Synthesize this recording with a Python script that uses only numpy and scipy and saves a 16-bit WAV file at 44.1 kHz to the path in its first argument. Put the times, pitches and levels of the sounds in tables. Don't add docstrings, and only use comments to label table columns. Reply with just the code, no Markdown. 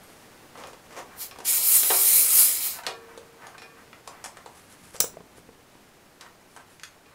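import sys
import numpy as np
from scipy import signal
from scipy.fft import rfft, irfft
from scipy.io import wavfile
from scipy.ndimage import uniform_filter1d

SR = 44100
rng = np.random.default_rng(int(sys.argv[2]) if len(sys.argv) > 2 else 0)


def digitize_waveform(pressure):
    field = np.atleast_2d(pressure).T
    bounded = np.clip(field, -1, 1)
    quanta = np.round(bounded * 32767).astype(np.int16)
    wavfile.write(sys.argv[1], SR, quanta)


N = 314874
TIME = np.arange(N) / SR

# f/Hz, level/dB
AIR_SPECTRUM = [(20, -13), (40, -26.5), (70, -11.5), (130, -12.5), (254, -11), (512, -13.5), (1310, -18),
                (2020, -20.5), (3290, -25), (9930, -30), (15700, -34.5)]
AIR_START_DB, AIR_FADE_DB_PER_S = -51, 0.7
# peak t/s, rumble level/dB before the rumble trim, length/s
WEIGHT_SHIFTS = [(5.1, -56.5, 2.8)]
DRAUGHT_DB, RUMBLE_TRIM_DB = -39.5, -2.5
# f/Hz, t60/s
ROOM_DECAY = [(150, 0.3), (600, 0.31), (2000, 0.24), (6000, 0.22), (10000, 0.21), (15000, 0.19)]

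# peak t/s, level/dB before the cloth trim, length/s
SLEEVE_STROKES = [(.1, -61, 0.64), (4.58, -56.5, 0.42), (4.72, -51, 0.11), (4.86, -53, 0.28),
                  (4.945, -47.5, .05), (5.378, -54.5, 0.081), (6.54, -59.5, 0.18), (6.72, -58.5, 0.15)]
# f/Hz, level/dB
CLOTH_SPECTRUM = [(600, -14.5), (1400, -3), (4000, -11.5), (7000, -10.5), (10500, -7), (15000, -25)]
# peak t/s, rubbing level/dB before the thread trim, length/s
THREAD_TURNS = [(.595, -45.5, 0.14), (.68, -53.5, .14), (.737, -51, 0.03), (.925, -48, 0.099),
                (.98, -38, 0.085)]
# f/Hz, level/dB
THREAD_SPECTRUM = [(120, -48), (200, -11.5), (427, -10.5), (512, -1), (636, -8.5), (1020, -6), (1600, -15),
                   (1750, -11), (3730, -24), (6300, -21), (15000, -36)]
# peak t/s, level/dB before the finger trim, length/s
FINGER_RUBS = [(1.14, -49.5, 0.26), (2.765, -43, 0.15), (2.853, -37, 0.031), (3.11, -50, 0.34),
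               (3.44, -45, 0.23), (3.55, -45, 0.047), (3.79, -52, 0.17), (4.15, -50.5, 0.34),
               (4.37, -53, 0.17), (6.218, -46, 0.085), (6.264, -44, 0.044), (6.6, -51, 0.082),
               (7.13, -57, .2)]
# f/Hz, level/dB
FINGER_SPECTRUM = [(250, -19), (700, 2), (1100, 5), (1500, 4.5), (2200, -1), (3500, -15), (7000, -21.5),
                   (15000, -25)]
CLOTH_TRIM_DB, THREAD_TRIM_DB, FINGER_TRIM_DB = 0.5, 2.0, -3.5
RISE_SHARE, STROKE_DROP_DB, ROUNDNESS = 0.43, 25.5, 1.53

# t/s, level/dB before the mix of knock and slap, pitch f/Hz
HOSE_TAPS = [(4.946, -34.5, 525), (5.042, -27, 487), (5.141, -44, 380), (5.1703, -35, 634),
             (5.206, -38.5, 440), (5.382, -43, 417), (5.49, -37, 470), (5.555, -53, 413),
             (5.753, -43.5, 314)]
# t/s, level/dB
CHUCK_LANDINGS = [(5.0031, -8), (5.0044, -13.5), (5.0088, -16.5)]
# f/Hz, level/dB
CLACK_SPECTRUM = [(40, -9), (100, -20), (250, -10.5), (420, -4), (560, -7.5), (1200, -3.5), (2400, -5.5),
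                  (3200, -9), (4600, -7), (5600, -1), (8400, -2), (10000, -3.5), (13700, -9), (15300, 2.5)]
# f/Hz, width/Hz, lift/dB
CHUCK_RESONANCES = [(1050, 410, 2.5), (2150, 450, -2), (5520, 440, 1), (6050, 330, 2), (7300, 660, 6),
                    (8230, 260, 6.5)]

# t/s, body level/dB, hardness (snap over body)/dB, body pitch f/Hz
METAL_CLICKS = [(.5546, -42.5, -19, 790), (.6714, -51, 3, 910), (.7323, -45, -7, 800),
                (1.3604, -44, -15, 820), (1.3865, -39, -7, 700), (1.4031, -38.5, -8, 786),
                (2.788, -35, -22, 1300), (2.8352, -39, -9, 1390), (3.176, -37.5, -9.5, 734),
                (3.4687, -43, -3, 1000), (3.93, -42, -36, 1360), (4.0754, -35.5, -4.5, 780),
                (4.2412, -38.5, 3.5, 1206), (4.248, -39, 0.5, 1160), (4.259, -37.5, -3, 1160),
                (4.37, -41, -7.5, 1160), (4.4601, -37, -13, 740), (4.9555, -43.5, 0, 800),
                (4.964, -49, 7, 800), (6.21, -41, -12, 4400), (6.564, -42.5, -5.5, 1100),
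                (6.573, -44.5, -12, 930), (6.797, -49.5, -2, 2100), (6.834, -37, -2, 2210)]
CLICK_CLACK_DB = -5.5
CLICK_BODY_T60_S, CLICK_T60_S, CLICK_USUAL_DB, CHATTER_DOUBLING_DB = 0.023, 0.027, -40, 12
# t/s, level/dB
SPOKE_TINK = (0.034, -54)
# f/Hz, relative level/dB, t60/s
TINK_PARTIALS = [(8600, -2, .22), (11500, 1, .2), (13000, -8, .12)]

# t/s, level/dB, body level/dB relative to it, spoke ring level/dB
WHEEL_KNOCKS = [(0.637, -43.5, 3.5, -50), (1.311, -45, -1, -48.5), (1.83, -29, -7.5, -59),
                (1.9026, -26, 5.5, -35), (2.8659, -25.5, -2.5, -36.5), (3.581, -45.5, -7, -49),
                (3.619, -44.5, -2, -44), (7.059, -68.5, -4, -55.5)]
# f/Hz, relative level/dB, t60/s
SPOKE_MODES = [(460, -6, 1.9), (771, -10, 0.32), (1130, 1.5, 0.54), (1207, -9.5, 0.36), (1620, -1, 0.53),
               (1770, 0.5, .6), (2322, -4, 0.32), (2450, 4, 0.35), (2740, -1, 0.3), (3250, -4.5, 0.19),
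               (4050, -4.5, 0.13), (4350, -6.5, 0.19), (4930, -8, .18), (5440, -5.5, .18)]
# f/Hz, relative level/dB, t60/s
RIM_MODES = [(331, -11.5, 0.3), (381.6, -3, 0.47), (519, -6.5, 0.28), (633, -18.5, 0.18), (706, -1.5, 0.26),
             (778, 6.5, 0.15), (973, -11.5, 0.22), (1093, -5.5, .25), (1250, 3.5, 0.22), (1373, -2, 0.29)]
# f/Hz, width/Hz, lift/dB
STEM_RESONANCES = [(750, 110, 6.5), (3250, 180, 4), (4110, 220, 6), (5270, 350, 6)]
KNOCK_SNAP_DB, SNAP_LOSS, RIM_DB = -7.5, 0.55, -6.5

# f/Hz, level/dB
JET_SPECTRUM = [(180, -69), (300, -32), (461, -17.5), (592, -18), (1040, -17.5), (1270, -13.5),
                (1600, -18.5), (2190, -11), (3480, -13), (3970, -9.5), (5620, -10), (10200, -5), (13300, 1),
                (15700, 1.5)]
# f/Hz, width/Hz, lift/dB
CHUCK_CAVITIES = [(2277, 100, 4.5), (3270, 160, 3.5), (4070, 250, 5), (5200, 440, 4.5), (7040, 200, 4),
                  (8330, 164.5, 2), (10500, 400, 3), (13080, 620, 5.5)]
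# peak t/s, level/dB before the jet trim, length/s
AIR_SPIT = (1.222, -37.5, .14)
# t/s, jet level/dB before the jet trim, top sizzle/dB relative to the jet before the sizzle trim
LONG_LEAK = [(1.435, -73, -4), (1.453, -31.5, 1), (1.487, -22, -8), (1.561, -24, 1), (1.619, -28, -1),
             (1.677, -25, 8), (1.757, -18, -1), (1.831, -27, 2.5), (2.193, -18.5, -0.5),
             (2.271, -24.5, -3.5), (2.359, -19.5, 1.5), (2.409, -14.5, -4.5), (2.463, -22, -0.5),
             (2.591, -34, 1), (2.663, -30.5, 5.5), (2.771, -45, -1), (2.82, -62, -7)]
SPIT_SIZZLE_DB, SIZZLE_TRIM_DB, JET_TRIM_DB = 3, 1.0, -1
ROAR_DB, ROAR_KNEE_DB, ROAR_LAG = -2, -37, 0.52


def gain_of(db):
    return 10 ** (np.asarray(db) / 20)


def evened(x):
    return x / np.sqrt(np.mean(x ** 2) + 1e-20)


def struck(x):
    return x / np.sqrt(np.sum(x ** 2) / (0.004 * SR))


def read(points, hz):
    f, value = np.transpose(points)
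    return np.interp(np.log(hz + 1), np.log(f + 1), value)


def add(mix, s, sound):
    part = mix[round(s * SR):][:len(sound)]
    part += sound[:len(part)]


def coloured(x, spectrum, peaks=()):
    hz = abs(np.fft.fftfreq(4096, 1 / SR))
    db = read(spectrum, hz)
    for f, width, lift in peaks:
        db = db + lift / (1 + (2 * (hz - f) / width) ** 2)
    response = np.exp(np.conj(signal.hilbert(np.log(gain_of(db)))))
    taps = np.fft.ifft(response).real
    return signal.oaconvolve(x, taps[:len(taps) // 2])[:len(x)]


def band(x, lo_hz, hi_hz, order=2):
    edges = [lo_hz, min(hi_hz, SR / 2 - 1000)]
    return signal.sosfilt(signal.butter(order, edges, "band", fs=SR, output="sos"), x)


def low_passed(x, hz):
    return signal.sosfiltfilt(signal.butter(4, hz, fs=SR, output="sos"), x)


def wander(rate_hz):
    spectrum = rfft(rng.standard_normal(N))
    slowed = spectrum / (1 + (np.fft.rfftfreq(N, 1 / SR) / rate_hz) ** 2)
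    return evened(irfft(slowed, N))


def strokes(rows):
    power = np.zeros(N)
    for s, db, length in rows:
        away = np.maximum((s - TIME) / RISE_SHARE, (TIME - s) / (1 - RISE_SHARE)) / length
        power += gain_of(db - STROKE_DROP_DB * np.minimum(away, 10) ** ROUNDNESS) ** 2
    return np.sqrt(power)


def contact(t60, spike):
    t = np.arange(SR // 4) / SR
    x = rng.standard_normal(len(t)) * gain_of(-60 * t / t60)
    x[0] += spike
    return x


def blow(body_db, snap_db, body_hz, body_t60, t60, spike):
    body = struck(band(contact(body_t60, spike), body_hz / 1.97, body_hz * 1.52))
    clack = struck(band(contact(t60, spike), 1700, 4400))
    snap = struck(band(contact(t60, spike), 4240, 9500))
    return gain_of(body_db) * body + clack + gain_of(snap_db) * snap


def ring(modes):
    t, x = np.arange(SR) / SR, np.zeros(SR)
    for hz, db, t60 in modes:
        phase, twin_phase, split = rng.random(3)
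        twin_hz = hz + 7 + 16 * split
        main = np.sin(2 * np.pi * (hz * t + phase))
        twin = 0.5 * np.sin(2 * np.pi * (twin_hz * t + twin_phase))
        x += gain_of(db - 60 * t / t60) * (main + twin)
    return x / np.linalg.norm(gain_of([db for _, db, _ in modes]))


def room(x):
    reflections = rng.choice([-1., 1.], SR // 2) * (rng.random(SR // 2) < 5000 / SR)
    hz, t, z = signal.stft(reflections, SR, nperseg=256)
    decay = gain_of(-60 * t / read(ROOM_DECAY, hz)[:, None])
    tail = signal.istft(z * decay, SR, nperseg=256)[1]
    tail = np.concatenate([np.zeros(round(0.0025 * SR)), tail])
    return signal.fftconvolve(x, tail / np.linalg.norm(tail))[:N]


def room_tone():
    wash_db = AIR_START_DB - AIR_FADE_DB_PER_S * TIME + 0.5 * wander(26.7)
    wash = gain_of(wash_db) * evened(coloured(rng.standard_normal(N), AIR_SPECTRUM))
    rumble_gain = gain_of(jet()[0] + DRAUGHT_DB) + strokes(WEIGHT_SHIFTS)
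    unsteady = gain_of(RUMBLE_TRIM_DB + 2.4 * wander(12))
    return wash + unsteady * rumble_gain * evened(band(rng.standard_normal(N), 39.0, 250))


def sleeve():
    unsteady = gain_of(CLOTH_TRIM_DB + 2.0 * wander(75))
    return unsteady * strokes(SLEEVE_STROKES) * evened(coloured(rng.standard_normal(N), CLOTH_SPECTRUM))


def friction(rows, spectrum, slips_per_s):
    slip_here = rng.random(N) < slips_per_s / SR
    size = gain_of(4.0 * np.minimum(rng.exponential(1, N), 3))
    slips = slip_here * size * rng.choice([-1, 1], N)
    rub = evened(slips) + 0.9 * rng.standard_normal(N)
    return strokes(rows) * evened(coloured(rub, spectrum))


def hose():
    out, t = np.zeros(N), np.arange(SR // 4) / SR
    for s, db, hz in HOSE_TAPS:
        knock = struck(np.sin(2 * np.pi * hz * t) * gain_of(-60 * t / 0.026))
        slap = struck(band(contact(t60=0.019, spike=1.5), 320, 1060))
        add(out, s, gain_of(db) * (gain_of(-2.5) * knock + gain_of(-8) * slap))
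    return out


def landing():
    out = np.zeros(N)
    for s, db in CHUCK_LANDINGS:
        burst = coloured(contact(t60=0.014, spike=0.47), CLACK_SPECTRUM, CHUCK_RESONANCES)
        add(out, s, gain_of(db) * struck(burst))
    return out


def small_metal_parts():
    out = np.zeros(N)
    for s, db, hard_db, body_hz in METAL_CLICKS:
        clack_db = hard_db / 2 + CLICK_CLACK_DB
        stretch = 2 ** ((db - CLICK_USUAL_DB) / CHATTER_DOUBLING_DB)
        click = blow(-clack_db, hard_db - clack_db, body_hz,
                     stretch * CLICK_BODY_T60_S, stretch * CLICK_T60_S, spike=3.2)
        add(out, s, gain_of(db + clack_db) * click)
    tink_s, tink_db = SPOKE_TINK
    add(out, tink_s, gain_of(tink_db) * ring(TINK_PARTIALS))
    return out


def wheel():
    out = np.zeros(N)
    for s, db, body_db, spoke_db in WHEEL_KNOCKS:
        snap_db = KNOCK_SNAP_DB - SNAP_LOSS * body_db
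        knock = blow(body_db, snap_db, body_hz=795, body_t60=0.09, t60=0.036, spike=4.5)
        flat = [(0, 0)]
        add(out, s, gain_of(db) * coloured(knock, flat, STEM_RESONANCES))
        add(out, s, gain_of(spoke_db) * ring(SPOKE_MODES))
        add(out, s, gain_of(db + body_db + RIM_DB) * ring(RIM_MODES))
    return out


def jet():
    s, db, sizzle_db = np.transpose(LONG_LEAK)
    leak = gain_of(np.interp(TIME, s, db, left=-150, right=-150))
    jet_db = 20 * np.log10(leak + strokes([AIR_SPIT]))
    return jet_db, np.interp(TIME, s, sizzle_db, left=SPIT_SIZZLE_DB)


def hiss():
    z = signal.stft(coloured(rng.standard_normal(N), JET_SPECTRUM, CHUCK_CAVITIES), nperseg=512)[2]
    patches = uniform_filter1d(rng.standard_normal(z.shape), size=8, axis=0)
    eddies = evened(uniform_filter1d(patches, size=10, axis=1))
    flow = signal.istft(z * gain_of(1.5 * eddies), nperseg=512)[1][:N]
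    roar, below_top = low_passed(flow, 7000), low_passed(flow, 11500)
    jet_db, sizzle_db = jet()
    roar_db = ROAR_DB - ROAR_LAG * np.maximum(jet_db - ROAR_KNEE_DB, 0)
    sound = gain_of(roar_db) * evened(roar)
    sound += evened(below_top - roar)
    sound += gain_of(sizzle_db + SIZZLE_TRIM_DB) * evened(flow - below_top)
    flutter_db = 0.44 * wander(61.3) + 0.72 * wander(500)
    return gain_of(JET_TRIM_DB + flutter_db + jet_db) * sound


def scene():
    thread = gain_of(THREAD_TRIM_DB) * friction(THREAD_TURNS, THREAD_SPECTRUM, slips_per_s=530)
    fingers = gain_of(FINGER_TRIM_DB) * friction(FINGER_RUBS, FINGER_SPECTRUM, slips_per_s=1200)
    taps, clack, air = hose(), landing(), hiss()
    metal = wheel() + small_metal_parts() + thread + fingers
    sent = gain_of(-8) * air + gain_of(-1.5) * metal + gain_of(-6.5) * clack + gain_of(-11.0) * taps
    mono = room_tone() + sleeve() + taps + clack + metal + air + room(sent)
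    return np.array([mono, mono])


def record(dry):
    ceiling, edge_hz = 0.65, 15720
    rounded = dry / (1 + (dry / ceiling) ** 4) ** (1 / 4)
    low_pass = signal.firwin(511, edge_hz, window=("kaiser", 9), fs=SR)
    return signal.oaconvolve(rounded, low_pass[None], "same")


dry = scene()
out = record(dry)
digitize_waveform(out)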